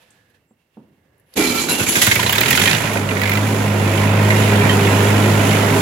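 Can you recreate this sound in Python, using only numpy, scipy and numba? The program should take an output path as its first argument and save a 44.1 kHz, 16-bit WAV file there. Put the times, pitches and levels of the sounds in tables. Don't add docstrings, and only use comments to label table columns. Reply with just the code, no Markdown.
import sys
import numpy as np
from scipy import signal
from scipy.fft import rfft, irfft
from scipy.io import wavfile
from scipy.ndimage import uniform_filter1d
from numba import njit

SR = 44100
rng = np.random.default_rng(int(sys.argv[2]) if len(sys.argv) > 2 else 0)


def dump_mix(stems):
    frames = np.atleast_2d(stems).T
    limited = np.clip(frames, -1, 1)
    pcm = np.round(limited * 32767).astype(np.int16)
    wavfile.write(sys.argv[1], SR, pcm)


def to_linear_factor(level_db):
    exponent = np.asarray(level_db, float) / 20
    return 10 ** exponent


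N = 256220
T = np.arange(N) / SR
HZ = np.maximum(np.fft.rfftfreq(N, 1 / SR), 1)

STARTER_ON_S, PINION_S, STARTER_OFF_S = 1.352, 1.3755, 2.0

# [t/s, effort level/dB, throttle 0-1]
ENGINE = [(1.7, -20.5, 0.2), (1.87, -36, 1), (2.0, -22.5, 1), (2.19, -22.5, 0.76), (2.56, -18, 0.8),
          (2.69, -17.5, 0.72), (2.8, -20, 0.54), (2.98, -19.5, 0.4), (3.05, -20, 0.22), (3.33, -19, 0.41),
          (3.41, -17.5, 0.24), (3.55, -18.5, 0.28), (4.18, -15, 0.29), (4.34, -14, 0.33),
          (5.02, -12.5, 0.26), (5.33, -13.5, 0.28), (5.74, -12.5, 0.3)]
# [f/Hz, width/Hz, level/dB]
FRAME = [(98, 10, -13.5), (169, 27, -13), (200, 20, -10), (250, 40, 1), (290, 40, -2), (330, 50, -1),
         (412, 34, -4), (620, 210, -20)]


def table(rows, at):
    hz, value = np.transpose(rows)
    return np.interp(np.log(at), np.log(hz), value)


def curves(rows):
    s, *columns = np.transpose(rows)
    return [np.interp(T, s, c) for c in columns]


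def unit(x):
    return x / np.sqrt(np.mean(x ** 2))


def colour(x, rows):
    cepstrum = irfft(table(rows, HZ) * np.log(10) / 20, N)
    cepstrum[1:N // 2] *= 2
    cepstrum[N // 2 + 1:] = 0
    return irfft(rfft(x) * np.exp(rfft(cepstrum)), N)


def highpass(x, order, hz):
    return signal.sosfilt(signal.butter(order, hz, "high", fs=SR, output="sos"), x)


def noise():
    # [f/Hz, share 0-1]
    likeness = [(60, 1), (130, 0.95), (290, 0.93), (640, 0.57), (1400, 0.18), (3100, 0.41), (6800, 0),
                (15000, 0.06)]
    alike = np.clip(table(likeness, HZ), 0, 1)
    mid, side = rfft(rng.standard_normal((2, N))) * np.sqrt([1 + alike, 1 - alike])
    return unit(irfft([mid + side, mid - side], N))


@njit
def svf(x, hz, width):
    y, band, low = np.empty(len(x)), 0., 0.
    for i in range(len(x)):
        g, k = np.tan(np.pi * hz[i] / SR), width / hz[i]
        v = (band + g * (x[i] - low)) / (1 + g * (g + k))
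        band, low, y[i] = 2 * v - band, low + 2 * g * v, k * v
    return y


def ring(pair, hz, width):
    return np.array([svf(x, hz + 0 * T, 1. * width) for x in pair]) * np.sqrt(SR / np.pi / width)


def ring_twice(pair, hz, width):
    return ring(ring(pair, hz, width), hz, width)


def walk(rate):
    k = int(SR / rate)
    steps = np.repeat(rng.standard_normal(N // k + 1), k)
    return 1.33 * uniform_filter1d(uniform_filter1d(steps, k), k)[:N]


def shed(x, t60, wet_db):
    t = T[:SR // 2]
    tail = noise()[:, :len(t)] * np.exp(-np.log(1000) * t / t60) * (t > .004)
    tail = tail / np.sqrt(np.sum(tail ** 2) / 2)
    return x + to_linear_factor(wet_db) * signal.fftconvolve(x + np.zeros((2, 1)), tail, axes=1)[:, :N]


def air():
    # [f/Hz, level/dB]
    air_colour = [(18, -42), (30, -8), (90, 4), (335, -3.5), (1310, -16), (1570, -15), (2210, -12),
                  (2460, -28), (2730, -15), (3360, -37), (9860, -36), (13900, -27), (15800, -38)]
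    level_db = -62 - 8 * np.exp(-((T - 0.62) / 0.13) ** 2)
    return unit(colour(noise(), air_colour)) * to_linear_factor(level_db + 0.89 * walk(7.3))


def glove():
    # [t/s, level/dB]
    rustle = [(0.0, -58.5), (0.188, -68.5), (0.348, -69.5), (0.5, -83), (0.776, -74.5), (0.948, -76),
              (1.166, -86), (1.25, -83), (1.27, -70), (1.32, -70), (1.34, -55.5)]
    # [f/Hz, level/dB]
    glove_colour = [(240, -55), (400, -23), (502, 2.5), (550, -7), (828, -9), (1350, -14), (1740, -9),
                    (2220, -12), (2620, -8), (5030, -20), (9660, -25), (10700, -18), (15000, -32)]
    # [from t/s, to t/s, f/Hz, width/Hz, level/dB]
    squeaks = [
        (0.0, .42, 3300, 1800, -80),
        (1.25, 1.34, 10600, 1200, -70),
        (.05, .4, 1720, 90, -64),
        (.35, .95, 2700, 60, -81),
        (.47, .54, 7540, 150, -72),
        (1.0, 1.328, 540, 61, -68),
        (1.0, 1.324, 1700, 120, -73),
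    ]
    rub = noise() * to_linear_factor(1.9 * walk(62))
    out = unit(colour(rub, glove_colour)) * to_linear_factor(curves(rustle)[0] + 5)
    for t0, t1, hz, width, db in squeaks:
        swell = np.sqrt(np.sin(np.pi * np.clip((T - t0) / (t1 - t0), 0, 1)) + 1e-9)
        out = out + to_linear_factor(db) * swell * ring(rub, hz, width)
    return out


def hand():
    # [t/s, peak level/dB, push/s, ring share]
    knocks = [
        (.507, -30, .008, .4),
        (.768, -24, .022, .9),
    ]
    # [t/s, peak level/dB, f/Hz, decay/s]
    ticks = [
        (.105, -51.5, 8100, .012),
        (.3, -64, 11000, .008),
        (.745, -66, 2600, .008),
        (1.18, -60, 11000, .006),
        (1.198, -55, 11000, .006),
        (1.338, -42, 4700, 0.0054),
        (1.339, -39, 10900, 0.0036),
    ]
    # [f/Hz, level/dB, t60/s]
    panel = [(127, -9, .25), (218, 2, .28), (299, -3, 0.12), (386, -8, 0.22), (520, -16, .2),
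             (727, -18, .15), (970, -23, 0.079)]
    out, grit = np.zeros((2, N)), noise()
    dull = unit(ring_twice(grit, 470.0, 900))
    low = unit(ring_twice(grit, 210.0, 280))
    for s, db, push_s, share in knocks:
        t = np.maximum(T - s, 0)
        modes = 0
        for hz, mode_db, t60 in panel:
            modes = modes + to_linear_factor(mode_db) * np.sin(2 * np.pi * hz * t) * np.exp(-np.log(1000) * t / t60)
        thud = dull * np.exp(-t / push_s) + share * low * np.exp(-t / (5 * push_s))
        soft_start = 1 - np.exp(-(t / 0.0021) ** 2)
        out += to_linear_factor(db - 5.5) * (share * modes * np.exp(-t / push_s) + to_linear_factor(-17.0) * thud) * soft_start
    out = signal.sosfilt(signal.butter(4, [110, 1300], "band", fs=SR, output="sos"), out)
    for s, db, hz, decay_s in ticks:
        t = np.maximum(T - s, 0)
        out += to_linear_factor(db) * (T > s) * np.exp(-t / decay_s) * unit(ring_twice(grit, hz, hz / 2))
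    return shed(out, 0.31, -11)


def frame_growl(teeth, on):
    growl = 0
    for hz, width, db in FRAME:
        build = np.minimum(on / 0.079, 1) if hz < 220 else 1
        growl = growl + to_linear_factor(db) * build * ring(teeth, hz * (1 + 0.0074 * walk(8.3)), width)
    return unit(highpass(growl, 2, 90))


def bell_housing(mesh):
    # [f/Hz, width/Hz, level/dB, loudest at t/s, lasts/s]
    modes = [(2330, 60, -1, 1.41, .05), (2330, 35, -4, 1.55, .14), (2350, 80, -3, 1.885, .02),
             (2350, 80, -6, 1.75, .012), (2800, 90, -9, 1.77, .03), (2030, 80, -6, 1.42, .05),
             (1350, 20, -5, 1.565, .045), (1350, 60, -12, 1.42, .08), (3080, 120, -7, 1.5, .03),
             (3080, 100, -6, 1.595, .012), (4060, 200, -6, 1.49, .04), (4060, 200, -5, 1.61, .04),
             (4060, 200, -5, 1.71, .03), (2720, 140, -3, 1.72, .04), (3000, 100, -4, 1.905, .02)]
    out = 0
    for hz, width, db, s, lasts in modes:
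        phase = 2 * np.pi * np.cumsum(hz + .25 * width * walk(30)) / SR
        tone = np.sin(phase) * to_linear_factor(2 * walk(50))
        out = out + to_linear_factor(db) * np.exp(-((T - s) / lasts) ** 2) * (tone + 0.83 * unit(ring(mesh, hz, width)))
    return out


def gear_flares(teeth):
    # [f/Hz, width/Hz, level/dB, starts t/s, fades/s]
    flares = [
        (10500, 1600, -7, 1.37, .06),
        (13500, 4500, -7, 1.544, .025),
        (7000, 1800, -1, 1.61, 0.044),
        (10900, 1800, 2, 1.69, 0.096),
        (7000, 2000, -3, 1.69, 0.055),
        (6900, 1700, 2, 1.866, .05),
        (10800, 1800, 4, 1.885, .05),
    ]
    out = 0
    for hz, width, db, s, fades in flares:
        since = np.abs(T - s)
        shape = (T > s) * (1 - np.exp(-since / 0.0067)) * np.exp(-since / fades)
        out = out + to_linear_factor(db) * shape * unit(ring_twice(teeth, hz, width))
    return out


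def pinion_slam():
    since = np.maximum(T - PINION_S, 0)
    modes = sum(to_linear_factor(db) * np.sin(2 * np.pi * hz * since) for hz, width, db in FRAME[3:])
    fade = np.exp(-since / .08) + 0.76 * np.exp(-since / 0.0052)
    return to_linear_factor(-15) * highpass(modes * fade * (1 - np.exp(-since / 0.0023)), 3, 170)


def starter():
    # [top at t/s, drop/dB, climb/s]
    compressions = [
        (1.55, 4, 0.11),
        (1.682, 7.5, 0.035),
        (1.775, 6.5, 0.043),
        (1.864, 7, 0.012),
    ]
    # [f/Hz, level/dB]
    whirr_colour = [(350, 1), (600, -20), (821, 4), (1140, -2), (2170, 1), (2380, 2), (3260, 2), (4060, 0),
                    (5560, -2), (7110, 2.5), (9220, -11), (11200, 3), (13200, -14), (14900, -8),
                    (15800, -18)]
    on = np.maximum(T - STARTER_ON_S, 0)
    off = np.maximum(T - STARTER_OFF_S, 0)
    inrush = np.exp(-on / 0.16)
    labour_db = 0
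    for s, db, climb_s in compressions:
        labour_db = labour_db + db * np.exp(-np.abs(T - s) / np.where(T < s, climb_s, 0.0063))
    growl_db = -25 + 11.5 * inrush - 0.55 * labour_db - 1.5 * (T < PINION_S)
    whirr_db = -19.5 + 3 * inrush - labour_db
    teeth = noise() * to_linear_factor(2.0 * walk(160))
    mesh = noise() * to_linear_factor(1.4 * walk(220))
    grind = unit(colour(mesh, whirr_colour))
    mids = signal.sosfilt(signal.butter(1, 2200, fs=SR, output="sos"), grind)
    unload = to_linear_factor(np.interp(T, (1.84, 1.9), [0, -5]))
    whirr = to_linear_factor(-1.5) * (grind - mids * (1 - unload)) + to_linear_factor(-3.5) * bell_housing(mesh) + gear_flares(teeth)
    growl = frame_growl(teeth, on) * to_linear_factor(growl_db) * np.exp(-off / .1)
    engaged = np.minimum(on / 0.022, 1) ** 2 * np.exp(-off / 0.36)
    return pinion_slam() + engaged * (growl + whirr * to_linear_factor(whirr_db))


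def crank():
    catches = [
        1.687,
        1.798,
        1.866,
        1.957,
    ]
    # [t/s, firings a second]
    speed = [(1.957, 15.02), (2.2, 27.0), (2.4, 38.37), (2.55, 44.05), (2.72, 56.1), (2.95, 51.32),
             (3.15, 48.84), (3.45, 52.79), (3.9, 50.22), (4.3, 52.45), (4.85, 50.5), (5.2, 51.94),
             (5.82, 51.16)]
    running = np.cumsum(curves(speed)[0] * (T > catches[-1])) / SR
    return uniform_filter1d(np.interp(T, catches, np.arange(len(catches))) + running, SR // 100)


def tin_blows():
    # [t/s, peak level/dB, low ring f/Hz, high ring f/Hz]
    single = [(1.6853, -14.5, 1463, 3960), (1.7973, -11.5, 1480, 2600), (1.8673, -25, 1490, 2340),
              (1.954, -5.5, 1598, 2492), (2.0163, -5.5, 1960, 2725), (2.068, -5, 2080, 2074),
              (2.1128, 4, 2156, 2145), (2.157, -2.5, 1990, 2250), (2.1945, -5.5, 990, 3200),
              (2.23, -7, 1640, 2330), (2.262, -4, 965, 4010), (2.2934, -3.5, 960, 2900),
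              (2.3278, -5, 1670, 3340), (2.355, -8, 1640, 2240), (2.381, -0.5, 1370, 3560),
              (2.4114, -0.5, 1896, 2380), (2.9686, -8, 2110, 2470), (4.3021, -4, 1944, 2145)]
    # [t/s, peak level/dB, low ring f/Hz, high ring f/Hz]
    bucks = [(2.4334, -10, 2110, 2170), (2.4588, -9, 1900, 3820), (2.4825, -8, 1945, 3120),
             (2.5074, -6, 1910, 2480), (2.5286, -7, 1910, 3300), (2.5506, -9.5, 2120, 2440),
             (2.575, -3.5, 1460, 2900), (2.596, -8.5, 2100, 2390), (2.6141, -5, 1860, 3290),
             (2.6357, -11, 1710, 3870), (2.6564, -5, 1920, 3100), (2.6748, -1, 1840, 2430),
             (2.6951, -11, 1735, 2380), (2.7117, -3, 2225, 2410), (2.729, -4.5, 1780, 2770),
             (2.7474, -8.5, 1780, 2890), (2.7784, -14, 2080, 2220), (2.8154, -16, 1760, 2310),
             (2.835, -12, 2100, 2750), (2.854, -12.5, 1330, 2400), (2.8716, -12, 1860, 2400),
             (2.9303, -16, 1840, 2390), (3.0884, -12.5, 2030, 2840), (3.1083, -12, 2020, 2380),
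             (3.1677, -12, 1960, 2170), (3.1947, -14, 1320, 2200), (3.2151, -8, 1950, 2230),
             (3.234, -7, 1704, 2400), (3.2555, -9, 2070, 2250), (3.274, -10, 2110, 2370),
             (3.2934, -8.5, 2100, 2170), (3.3164, -8, 2020, 2330), (3.3333, -13, 2000, 2330),
             (3.3517, -9.5, 1330, 2380), (3.3717, -10.5, 2030, 2690)]
    # [from t/s, to t/s, peak level/dB, low ring f/Hz, high ring f/Hz]
    rattles = [
        (3.4, 4.28, -20, 2050, 2500),
        (4.35, 5.66, -17.5, 1950, 2798),
    ]
    fired_s = T[np.flatnonzero(np.diff(crank().astype(int)))] - .0015
    chance = rng.standard_normal((200, 3))
    blows = single + [(s, db + 3.5, *hz) for s, db, *hz in bucks]
    for t0, t1, db, low_hz, high_hz in rattles:
        for s, (a, b, c) in zip(fired_s, chance):
            if t0 < s <= t1:
                blows.append((s, db + 4 * a, low_hz * 2 ** (.15 * b), high_hz * 2 ** (.15 * c)))
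    return blows


def clatter():
    # [t/s, peak level/dB]
    spits = [(1.5439, -18), (1.6874, -25), (1.7194, -26), (1.8726, -17), (1.8954, -17), (1.956, -16),
             (2.0168, -6), (2.0677, -7), (2.1131, -16), (2.1535, -4), (2.1954, -24), (2.2283, -19),
             (2.2623, -31), (2.2932, -7), (2.3251, -5), (2.3535, -14), (2.3795, -15), (2.4064, -3),
             (2.4324, -25), (2.4578, -16), (2.4828, -19), (2.5042, -1), (2.5294, -21), (2.5504, -21),
             (2.5731, -17), (2.592, -11), (2.614, -18), (2.6354, -22), (2.6544, -17), (2.6744, -21),
             (2.6954, -23), (2.7302, -23), (2.7472, -19), (2.9337, -20), (3.1752, -25), (3.2146, -15),
             (3.235, -25), (3.255, -27), (3.2735, -22), (3.2939, -11), (3.3144, -21), (3.3338, -16),
             (3.3518, -23), (3.3712, -23)]
    # [f/Hz, level/dB]
    stroke = [(500, -30), (900, -8), (1500, -4), (2200, -2), (3300, 0), (4200, -3), (5500, -12),
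              (8000, -24)]
    out = np.zeros((2, N))
    bright = unit(ring(noise(), 14800.0, 6000))
    wide = unit(colour(noise(), stroke))
    chatter = unit(ring(noise(), 110.0, 280))
    t = T[:SR // 8]
    rise = 1 - np.exp(-t / .0012)
    for s, db, low_hz, high_hz in tin_blows():
        now = slice(int(s * SR), int(s * SR) + len(t))
        ring_s = np.interp(s, [1.85, 2.1, 2.2, 3.4, 4.3], [.03, .013, .007, .007, .016])
        start = 2 * np.pi * rng.random((2, 2, 1))
        tin = sum(np.sin(2 * np.pi * hz * t + p) for hz, p in zip((low_hz, high_hz), start))
        tin = tin * (1 + .7 * chatter[:, now])
        shade = (s < 4) * to_linear_factor(-6.0 * (s > 2.76))
        rough = 0.92 * wide[:, now] * np.exp(-t / 0.0054) * shade
        out[:, now] += to_linear_factor(db - 7.5) * rise * (tin * np.exp(-t / ring_s) + rough)
    for s, db in spits:
        now = slice(int(s * SR), int(s * SR) + len(t))
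        out[:, now] += to_linear_factor(db - 1) * rise * np.exp(-t / .003) * bright[:, now]
    return shed(out, .25, -11)


def exhaust_note(turn, rate):
    # [f/Hz, level/dB]
    pipe = [(40, -70), (52, -26), (82, -8.5), (103, 1.5), (130, -4), (155, -19.5), (180, -17), (206, -4.5),
            (258, -25), (310, -22), (360, -22), (410, -36), (520, -18), (700, -27.5), (1000, -58.5)]
    # [f/Hz, level/dB]
    open_throttle = [(60, -37), (110, -11), (140, 13), (170, 14), (200, 18), (260, -17), (400, -31)]
    # [t/s, share]
    racing_share = [(2.1, 0), (2.3, 0.074), (2.4, 0.039), (2.52, 0.45), (2.64, 0.47), (2.75, .1),
                    (2.83, 0.89), (3.0, 0.35), (3.1, 0.22)]
    # [t/s, level/dB]
    standing = [(1.9, 0), (2.03, -8), (2.08, 4), (2.13, -3), (2.3, -4), (2.37, -8), (2.55, -8), (2.65, -4),
                (2.70, -12), (2.745, -1), (2.795, -11), (2.85, -6), (2.93, -8), (3.02, -4), (3.17, -5),
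                (3.21, -2), (3.6, -2), (4.2, 0), (4.75, -3.5), (5.25, -2), (5.8, -8)]
    cylinders = [0, -.8, .3, -.5]
    effort_db, throttle = curves(ENGINE)
    firing = turn.astype(int)
    fired = np.diff(firing, prepend=0)
    scatter_db = (.4 + 3.5 * throttle ** 2) * rng.standard_normal(200)[firing]
    pulses = fired * to_linear_factor(scatter_db + np.take(cylinders, firing % 4)) / np.sqrt(rate)
    pulses = np.roll(pulses, int(.0062 * SR))
    racing = curves(racing_share)[0] * unit(colour(pulses, open_throttle))
    return (unit(colour(pulses, pipe)) + racing) * to_linear_factor(effort_db + curves(standing)[0])


def gases(turn, rate):
    # [f/Hz, level/dB]
    rumble_colour = [(90, -25.5), (125, -3.5), (170, -6), (206, -7), (250, -4), (300, -9), (500, -9.5),
                     (750, -15), (1000, -11), (1160, -17.5), (1400, -13.5), (1900, -23), (3000, -78.5)]
    sub_colour = [(20, -19), (30, 0), (50, -1.5), (75, 1), (100, 6), (130, -25)]
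    bark_colour = [(470, -43), (800, -9), (976, -0.5), (1160, -14), (1340, -4), (1930, 3.5), (2590, 2),
                   (3410, -3.5), (5000, -15), (6500, -35), (11000, -120)]
    hiss_colour = [(2060, -18), (3500, 2), (4070, -2.5), (4940, -5), (7160, 1), (8980, -11), (10800, 1.5),
                   (11300, -2), (12100, -10), (14100, -9), (15000, -12), (15800, -13)]
    # [f/Hz, width/Hz, level/dB]
    hood_modes = [(270, 18, -4), (360, 14, -5), (407, 14, -2), (538, 25, -4), (615, 25, -4)]
    effort_db, throttle = curves(ENGINE)
    snap = np.clip(.15 + .8 * throttle, 0, .97)
    firing = turn.astype(int)
    since = T - np.maximum.accumulate(T * np.diff(firing, prepend=0))
    chance = rng.standard_normal((4, 200))

    def puff(share, rise_s, scatter_db, draw):
        shape = (1 - np.exp(-since / rise_s)) * np.exp(-since * rate / share) / np.sqrt(share / 2)
        shape = np.roll(shape, -int(.004 * SR))
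        return np.sqrt(1 - snap ** 2) + snap * shape * to_linear_factor(scatter_db * draw[firing])

    shake = noise() * puff(0.51, 0.007, 4.9, chance[0])
    hood = sum(to_linear_factor(db) * unit(ring(shake, hz, width)) for hz, width, db in hood_modes)
    rumble = (unit(colour(shake, rumble_colour)) + to_linear_factor(-14.0) * hood) * to_linear_factor(effort_db - 4.5)
    sub = unit(colour(noise(), sub_colour)) * to_linear_factor(effort_db - 18.0)
    gas = noise() * puff(.28, .002, 1.5, chance[1])
    throat_hz = np.clip(2200 * 2 ** (0.39 * chance[2][firing]), 1000, 3400)
    bark = unit(colour(gas, bark_colour)) + to_linear_factor(-10) * unit(ring(gas, throat_hz, 330))
    bark = unit(bark) * to_linear_factor(effort_db - 15 + 20.5 * throttle - 1.0)
    jet = noise() * puff(0.53, 0.0017, 5.2 * throttle, chance[3])
    hiss_db = effort_db - 24 + 26 * throttle
    hiss = unit(colour(jet, hiss_colour)) * to_linear_factor(hiss_db + 1.5 + 1.17 * walk(12))
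    return rumble + sub + hiss + bark


def dynamo(turn):
    level_db = -28.5 + 4.5 - 23 * np.maximum(4.65 - T, 0) + 1.9 * walk(8.6)
    return to_linear_factor(level_db) * np.sin(2 * np.pi * 7.91 * turn)


def engine():
    turn = crank()
    rate = np.maximum(np.gradient(turn) * SR, 8)
    out = exhaust_note(turn, rate) + dynamo(turn) + shed(gases(turn, rate), 0.32, -13.0)
    return out * np.clip((T - 1.68) / 0.024, 0, 1)


def scene():
    return air() + glove() + hand() + starter() + clatter() + engine()


def low_pass(x):
    return signal.sosfilt(signal.butter(12, 16640, fs=SR, output="sos"), x)


def record(dry):
    # [f/Hz, left minus right level/dB]
    port_colour = [(100, -3), (250, -3), (900, -3), (2300, -9), (4500, -11), (7200, -12), (8000, 1.5),
                   (9500, 12), (10800, 13.5), (12000, 11), (13200, -2), (14200, -6), (15500, -4)]
    dry = dry + to_linear_factor(-77) * noise()
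    long_waves = np.clip(np.log2(HZ / 100), .1, 1)
    share = to_linear_factor(table(port_colour, HZ) * long_waves)
    ports = np.sqrt(2 / (1 + share ** 2)) * np.array([share, 1 + 0 * share])
    taps = np.roll(irfft(ports, N), 512, axis=1)[:, :1025] * np.hanning(1025)
    x = highpass(signal.fftconvolve(dry, taps, mode="same", axes=1), 2, 60)
    rounded = np.tanh(1.08 * x) / 1.08
    mix = signal.sosfilt(signal.ellip(10, .2, 70, 15850, fs=SR, output="sos"), rounded)
    return low_pass(mix)


dry = scene()
out = record(dry)
dump_mix(out)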